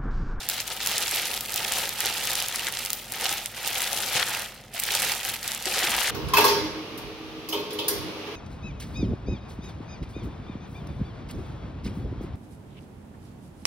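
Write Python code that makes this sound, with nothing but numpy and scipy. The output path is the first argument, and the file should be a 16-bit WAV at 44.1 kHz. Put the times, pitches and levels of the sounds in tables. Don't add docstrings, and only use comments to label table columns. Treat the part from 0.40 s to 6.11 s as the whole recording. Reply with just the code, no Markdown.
import sys
import numpy as np
from scipy import signal
from scipy.fft import rfft, irfft
from scipy.io import wavfile
from scipy.ndimage import uniform_filter1d

SR = 44100
rng = np.random.default_rng(int(sys.argv[2]) if len(sys.argv) > 2 else 0)


def dump_mix(stems):
    frames = np.atleast_2d(stems).T
    limited = np.clip(frames, -1, 1)
    pcm = np.round(limited * 32767).astype(np.int16)
    wavfile.write(sys.argv[1], SR, pcm)


N = 251652
TIME = np.arange(N) / SR

# (full grip [s], rise [s], hold [s], fall [s], leaf rustle [dB],
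# glove crinkle [dB], push on the bowl [dB], squelch over rustle [dB], glove left over right [dB])
STROKES = [(0.01, 0.017, .01, 0.14, -36.5, -41.5, -45, -6, -5),
           (0.10, 0.018, 0.095, 0.082, -34.5, -37, -46, -5, 3),
           (0.30, 0.091, .01, .2, -37, -37.5, -41.5, -3, 7),
           (0.46, .1, .14, 0.18, -32, -31, -39.5, -3.5, 0),
           (0.76, 0.19, 0.031, 0.24, -30.5, -30, -39.5, -3, -2),
           (0.91, 0.078, 0.054, 0.35, -41.5, -33, -40.5, 2, 1),
           (1.18, 0.13, .03, 0.24, -35, -31, -38.5, -1, -2.5),
           (1.35, 0.13, 0.024, 0.22, -30.5, -30.5, -36.5, -3.5, 3),
           (1.65, 0.24, 0.022, 0.32, -31.5, -32, -38.5, -1, -4.5),
           (1.87, 0.18, 0.11, 0.27, -32.5, -31.5, -40, -3, -0.5),
           (2.16, 0.16, 0.044, 0.23, -34.5, -35, -43, 0, 1.5),
           (2.275, 0.03, 0.0063, 0.061, -34.5, -38, -43, 5, -3),
           (2.35, .04, 0.058, 0.23, -37, -34.5, -43.5, -1, -2),
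           (2.55, 0.12, .02, 0.19, -43.5, -43, -51, -3, 2),
           (2.75, 0.14, .03, 0.21, -39.5, -37.5, -43.5, 2.5, 1),
           (2.84, 0.065, 0.014, 0.054, -30, -28.5, -33, -3, 1),
           (2.90, 0.051, 0.017, 0.23, -33, -32.5, -39.5, -3, -1),
           (3.19, 0.11, .02, 0.11, -38, -41.5, -45.5, 1.5, -3),
           (3.27, 0.069, 0.011, 0.15, -33, -32, -39.5, -3, -3),
           (3.37, 0.075, 0.048, 0.22, -33.5, -30, -40, 2, 0),
           (3.55, 0.089, 0.22, 0.19, -32.5, -34, -37, -4.5, 9),
           (3.78, 0.076, 0.033, .025, -25.5, -39, -38, 5, 7),
           (3.87, 0.055, 0.078, 0.2, -32.5, -33, -40, 4, 1),
           (4.11, 0.054, 0.017, 0.31, -48, -56, -56, 3, -4),
           (4.375, 0.056, 0.056, 0.29, -37, -31.5, -46, -0.5, 1),
           (4.53, 0.097, .03, 0.12, -29, -30.5, -36.5, -11, -1),
           (4.63, .07, .08, 0.18, -30.5, -29.5, -37, -1, -4),
           (4.85, 0.089, 0.094, 0.05, -37, -33, -43.5, 3, 0),
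           (5.08, 0.17, .02, 0.36, -37, -36.5, -45.5, 0.5, -0.5),
           (5.27, 0.025, 0.068, 0.24, -30, -35.5, -37.5, -11.5, 9),
           (5.40, 0.1, 0.11, 0.15, -28, -30.5, -35.5, 6, 1),
           (5.58, 0.15, .14, .3, -27.5, -32, -38.5, 3, 11)]
RUSTLE, CRINKLE, PUSH, WETNESS, SIDE = 4, 5, 6, 7, 8
# (frequency [Hz], level [dB])
AIR_EQ = [(20, -18), (46, -11), (70, -10.5), (105, 1), (140, -2), (175, -7.5), (220, 0.5), (280, -10),
          (750, -7), (1100, -33), (2500, -57), (16000, -39.5)]
# (frequency [Hz], level [dB])
LEAF_EQ = [(200, -23), (700, -6), (1100, -7.5), (1900, -1), (2500, -4), (3500, -1), (5000, -4.5),
           (7500, -10), (16000, -9.5)]
# (frequency [Hz], level [dB])
HEAP_EQ = [(40, -3.5), (150, -3), (400, 4), (900, 2), (1600, -11), (3500, -31)]
# (pitch [Hz], width [Hz], level [dB])
BOWL_MODES = [(130, 50, -3), (213, 22, -5.5), (364, 116, -8.5), (543, 90, -3.5), (749, 81, 3.5),
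              (830, 52, -3.5), (890, 45, -4.5), (1260, 77, 7.5), (1400, 54, 4.5)]
# (frequency [Hz], level [dB])
FILM_EQ = [(500, -35), (2500, 11), (5000, 0.5), (8000, 0), (12500, 2.5), (16000, -2.5)]
# (time [s], relative energy [dB], band centre [Hz])
LOUD_SNAPS = [(0.0888, 3.5, 9100), (0.0985, 1, 7000), (0.2022, -1, 4100), (0.2785, -6.5, 5860),
              (0.4037, -6, 3580), (0.4618, 0.5, 7400), (0.4728, 3.5, 8900), (0.581, 2.5, 7050),
              (0.6722, -7, 10500), (0.6798, -2, 4700), (0.7115, -1, 6500), (0.7375, -8, 7700),
              (0.9406, -3, 6500), (0.9758, -4, 4400), (1.0085, -3, 8700), (1.1418, -2, 8810),
              (1.1608, 2, 11500), (1.3216, 0.5, 7300), (1.4922, -1, 10400), (1.6051, 2.5, 8800),
              (1.6589, 1, 8060), (1.6668, 0, 3900), (1.9538, 1, 6040), (2.0025, -1, 6600),
              (2.0244, -2, 9400), (2.0846, -1.5, 7700), (2.1593, -1, 6960), (2.2691, -2, 4800),
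              (2.3244, -5.5, 8500), (2.3711, -3.5, 4200), (2.4499, -3, 7850), (2.4606, -3, 6350),
              (2.5036, 0, 7700), (2.5318, 2.5, 8300), (2.7215, -3.5, 8470), (2.8558, 2.5, 3380),
              (2.893, 1, 5030), (3.0593, -1, 6500), (3.2758, 0.5, 9000), (3.4064, -4, 9700),
              (3.4195, 0, 6000), (3.5305, 0.5, 7800), (3.6038, -4, 6300), (3.7331, -6, 9700),
              (3.7524, -2, 3600), (3.8272, 4.5, 2560), (4.0208, -9, 7000), (4.3991, 1, 8700),
              (4.4363, 0, 9300), (4.4876, -2.5, 2400), (4.5513, 2.5, 6500), (4.6205, 1, 8500),
              (4.6956, -1, 2960), (4.8502, -2, 6900), (5.0294, -8.5, 6600), (5.078, 0, 7360),
              (5.1184, -2.5, 5700), (5.1481, -3, 7100), (5.2245, -8, 5470), (5.2564, 0, 5470),
              (5.3822, -1, 3900), (5.5871, -2, 2390), (5.6178, -9, 2980)]
# (time [s], relative level [dB], pitch [Hz], t60 [s])
BOWL_KNOCKS = [(1.209, -28, 884, 0.055), (2.825, -45, 94.5, 0.14), (2.852, -23, 775, 0.065),
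               (2.914, -19.5, 790, 0.031), (3.752, -38, 122, .13), (4.345, -30.5, 694, 0.06),
               (5.266, -26.5, 371, 0.085), (5.378, -25, 474, .04), (5.436, -29, 352, 0.15),
               (5.492, -33, 218, 0.16), (5.512, -36, 110, 0.065), (5.552, -39, 56.4, .15)]
# (frequency [Hz], likeness [0-1])
STEREO_LIKENESS = [(50, 1), (1000, 0.84), (2200, 1), (4000, 0.68), (6500, 0.05), (16000, 0.76)]
# (frequency [Hz], t60 [s])
KITCHEN_DECAY = [(150, 0.83), (1000, 0.21), (4000, 0.097), (9000, 0.17), (16000, 0.41)]


def amp(db):
    return 10 ** (np.asarray(db) / 20)


def pan(db):
    return amp([[db / 2], [-db / 2]])


def unit_rms(x):
    return x / np.sqrt(np.mean(x ** 2) + 1e-20)


def curve_at(points, hz):
    f, value = np.transpose(points)
    return np.interp(np.log(hz + 1), np.log(f), value)


def add(mix, s, sound):
    part = mix[:, max(round(s * SR), 0):][:, :sound.shape[1]]
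    part += sound[:, :part.shape[1]]


def eq(x, spectrum, size=4096):
    log_gain = np.log(amp(curve_at(spectrum, abs(np.fft.fftfreq(size, 1 / SR)))))
    response = np.exp(np.conj(signal.hilbert(log_gain)))
    taps = np.fft.ifft(response).real[:size // 2]
    return signal.oaconvolve(x, taps[None], axes=1)[:, :N]


def diffuse_noise(size):
    common, apart = rfft(rng.standard_normal((2, size)))
    same = np.clip(curve_at(STEREO_LIKENESS, np.fft.rfftfreq(size, 1 / SR)), 0, 1)
    mid, side = common * np.sqrt((1 + same) / 2), apart * np.sqrt((1 - same) / 2)
    return irfft(np.array([mid + side, mid - side]), size)


def wander(hz):
    rolloff = 1 + (np.fft.rfftfreq(N, 1 / SR) / hz) ** 4
    return unit_rms(irfft(rfft(rng.standard_normal(N)) / rolloff, N))


def stroke_envelopes():
    t = np.linspace(0, N / SR, 1200)
    grip, rise, hold, fall = np.array(STROKES).T[:4, :, None]
    away = np.maximum(grip - t, 0) / rise + np.maximum(t - grip - hold, 0) / fall
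    return t, amp(-20 * away ** 1.5) ** 2


def stroke_gain(column):
    t, power = stroke_envelopes()
    gains = amp(np.array(STROKES)[:, column])
    return np.interp(TIME, t, np.sqrt(gains ** 2 @ power))


def stroke_blend(column):
    t, power = stroke_envelopes()
    return np.interp(TIME, t, np.array(STROKES)[:, column] @ power / (power.sum(0) + 1e-20))


def buckle(kicks, noise, hz, octaves, ring_s, flutter):
    keep = np.exp(-1 / (SR * ring_s))
    shaking = np.sqrt(signal.lfilter([1 - keep], [1, -keep], kicks ** 2 + 1e-18))
    edges = np.clip([hz / 2 ** octaves, hz * 2 ** octaves], [20, 40], [15000, 19000])
    band = signal.butter(2, edges, "bandpass", fs=SR)
    return signal.lfilter(*band, kicks + flutter * shaking * noise)


def grains(per_s, spread_db, clump_db, clump_hz, low_hz, high_hz,
           octaves, ring_s, flutter, pan_db, lag_samples, bands=10):
    bunch, noise, out = amp(clump_db * wander(clump_hz)), diffuse_noise(N), np.zeros((2, N))
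    for hz in np.geomspace(low_hz, high_hz, bands):
        chance, strength, place = rng.random(N), rng.exponential(1, N), rng.standard_normal(N)
        at = np.flatnonzero(chance < per_s / bands / SR)
        force = amp(spread_db * np.minimum(strength[at], 4)) * bunch[at] * (-1) ** at
        lag = np.round(lag_samples * place[at]).astype(int)
        kicks = np.zeros((2, N))
        kicks[0, at] = force * amp(pan_db * place[at] / 2)
        kicks[1, (at + lag) % N] = force * amp(-pan_db * place[at] / 2)
        out += buckle(kicks, noise, hz, octaves, ring_s, flutter)
    power = uniform_filter1d(uniform_filter1d((out ** 2).mean(0), size=2400), size=1600)
    return out / np.sqrt(power + 1e-12)


def room_tone(air_db=-51, hum_hz=46.7, hum_db=-58):
    hum = np.sin(2 * np.pi * hum_hz * TIME + .4 * wander(3)) * amp(1.5 * wander(7))
    air = eq(diffuse_noise(N), AIR_EQ)
    return amp(air_db) * unit_rms(air) + amp(hum_db) * unit_rms(hum)


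def leaves():
    squelch = grains(per_s=1200, spread_db=3, clump_db=-0.6, clump_hz=71, low_hz=768, high_hz=2560,
                     octaves=0.41, ring_s=0.0016, flutter=1, pan_db=2.5, lag_samples=1)
    rustle = grains(per_s=1400, spread_db=3, clump_db=1.9, clump_hz=71.6, low_hz=3110, high_hz=8900,
                    octaves=0.57, ring_s=0.0014, flutter=1, pan_db=1, lag_samples=0.45)
    wet = amp(stroke_blend(WETNESS))
    slips = (wet * unit_rms(eq(squelch, LEAF_EQ)) + unit_rms(eq(rustle, LEAF_EQ))) / np.hypot(1, wet)
    flicks = grains(per_s=130, spread_db=2.5, clump_db=2, clump_hz=30, low_hz=1770, high_hz=4200,
                    octaves=1.33, ring_s=0.0025, flutter=1, pan_db=1, lag_samples=0.82, bands=4)
    return stroke_gain(RUSTLE) * (slips + amp(-5.5) * unit_rms(flicks))


def bubbles(per_s=70, spread_db=2.2, low_hz=2000, high_hz=4800, ring_cycles=3):
    out, t = np.zeros((2, N)), np.arange(700) / SR
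    wait, pitch, strength, side = rng.random((700, 4)).T
    times = np.cumsum(-np.log(1 - wait)) / per_s
    pitches = low_hz * (high_hz / low_hz) ** pitch
    levels = 4 + spread_db * np.minimum(-np.log(1 - strength), 4)
    for s, hz, db, pan_db in zip(times, pitches, levels, 3 * (2 * side - 1)):
        envelope = (1 - np.exp(-2 * hz * t)) * np.exp(-hz * t / ring_cycles)
        add(out, s, amp(db) * pan(pan_db) * envelope * np.sin(2 * np.pi * hz * t))
    return stroke_gain(RUSTLE) * out


def heap_on_bowl():
    pats = grains(per_s=1700, spread_db=2, clump_db=2.5, clump_hz=41, low_hz=57.3, high_hz=2150,
                  octaves=0.78, ring_s=0.0031, flutter=0.65, pan_db=0.6, lag_samples=0.49)
    pats = eq(pats, HEAP_EQ)
    ring = sum(amp(db) * signal.lfilter(*signal.iirpeak(hz, hz / width, fs=SR), pats)
               for hz, width, db in BOWL_MODES)
    return amp(-1.5) * stroke_gain(PUSH) * unit_rms(ring + amp(-15) * pats)


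def gloves():
    ticks = grains(per_s=1200, spread_db=5, clump_db=2, clump_hz=60.5, low_hz=3670, high_hz=13400,
                   octaves=0.73, ring_s=0.00097, flutter=0.97, pan_db=6, lag_samples=0.56)
    side_db = stroke_blend(SIDE)
    return stroke_gain(CRINKLE) * amp([side_db / 2, -side_db / 2]) * unit_rms(eq(ticks, FILM_EQ))


def click(hz, octaves, pan_db, ring_s, flutter, size=1024):
    kick = np.zeros((2, size))
    kick[:, 4] = 1
    sound = buckle(kick, diffuse_noise(size), hz, octaves, ring_s, flutter)
    return pan(pan_db) * sound / np.linalg.norm(sound, axis=1, keepdims=True)


def lesser_snaps(per_s=12, over_crinkle_db=25.5, spread_db=2.5, low_hz=4200, high_hz=11500):
    wait, pitch, strength = rng.random((400, 3)).T
    times = np.cumsum(-np.log(1 - wait)) / per_s
    crinkle_db = 20 * np.log10(np.interp(times, TIME, stroke_gain(CRINKLE)))
    levels = crinkle_db + over_crinkle_db + spread_db * (2 * strength - 1)
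    pitches = low_hz * (high_hz / low_hz) ** pitch
    return [cue for cue in zip(times, levels, pitches) if cue[0] < N / SR]


def snaps(ring_cycles=3.1, stalk_hz=4270, crumble_db=-10):
    out, side_db = np.zeros((2, N)), stroke_blend(SIDE)
    for s, db, hz in list(LOUD_SNAPS) + lesser_snaps():
        octaves = 0.85 * min(hz / stalk_hz, 1)
        pan_db = 0.32 * np.interp(s, TIME, side_db)
        crack = click(hz, octaves, pan_db, ring_s=ring_cycles / hz, flutter=2.8)
        crumble = click(hz * 0.51, octaves, pan_db / 2, ring_s=0.0026, flutter=0.43)
        add(out, s, amp(db) * (crack + amp(crumble_db) * crumble))
    return out


def knocks(attack_s=0.0011):
    out, t = np.zeros((2, N)), np.arange(SR // 4) / SR
    for s, db, hz, t60 in BOWL_KNOCKS:
        envelope = amp(db - 60 * t / t60) * (1 - np.exp(-t / attack_s))
        add(out, s, (envelope * np.sin(2 * np.pi * hz * t))[None])
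    return out


def kitchen_reverb(x, wet_db=-9, rise_s=0.0048):
    hz, t, spectrum = signal.stft(diffuse_noise(SR // 2), SR, nperseg=256)
    decay = amp(-60 * t / curve_at(KITCHEN_DECAY, hz)[:, None])
    tail = signal.istft(spectrum * decay, SR, nperseg=256)[1]
    tail *= np.clip(np.arange(tail.shape[1]) / SR / rise_s, 0, 1)
    return x + amp(wet_db) * signal.fftconvolve(x, tail / np.linalg.norm(tail[0]), axes=1)[:, :N]


def scene():
    catch = amp(0.98 * wander(hz=29))
    tossing = catch * (amp(0.06) * leaves() + bubbles() + heap_on_bowl())
    bowl = pan(-0.5) * (tossing + knocks())
    foreground = bowl + amp(-0.3) * catch * gloves() + amp(-0.4) * snaps()
    return amp(-0.69) * kitchen_reverb(foreground) + room_tone()


def record(dry, cutoff_hz=16050):
    taps = signal.firwin(401, cutoff_hz, window=("kaiser", 8), fs=SR)
    return signal.oaconvolve(dry, taps[None], "same")


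dry = scene()
out = record(dry)
dump_mix(out)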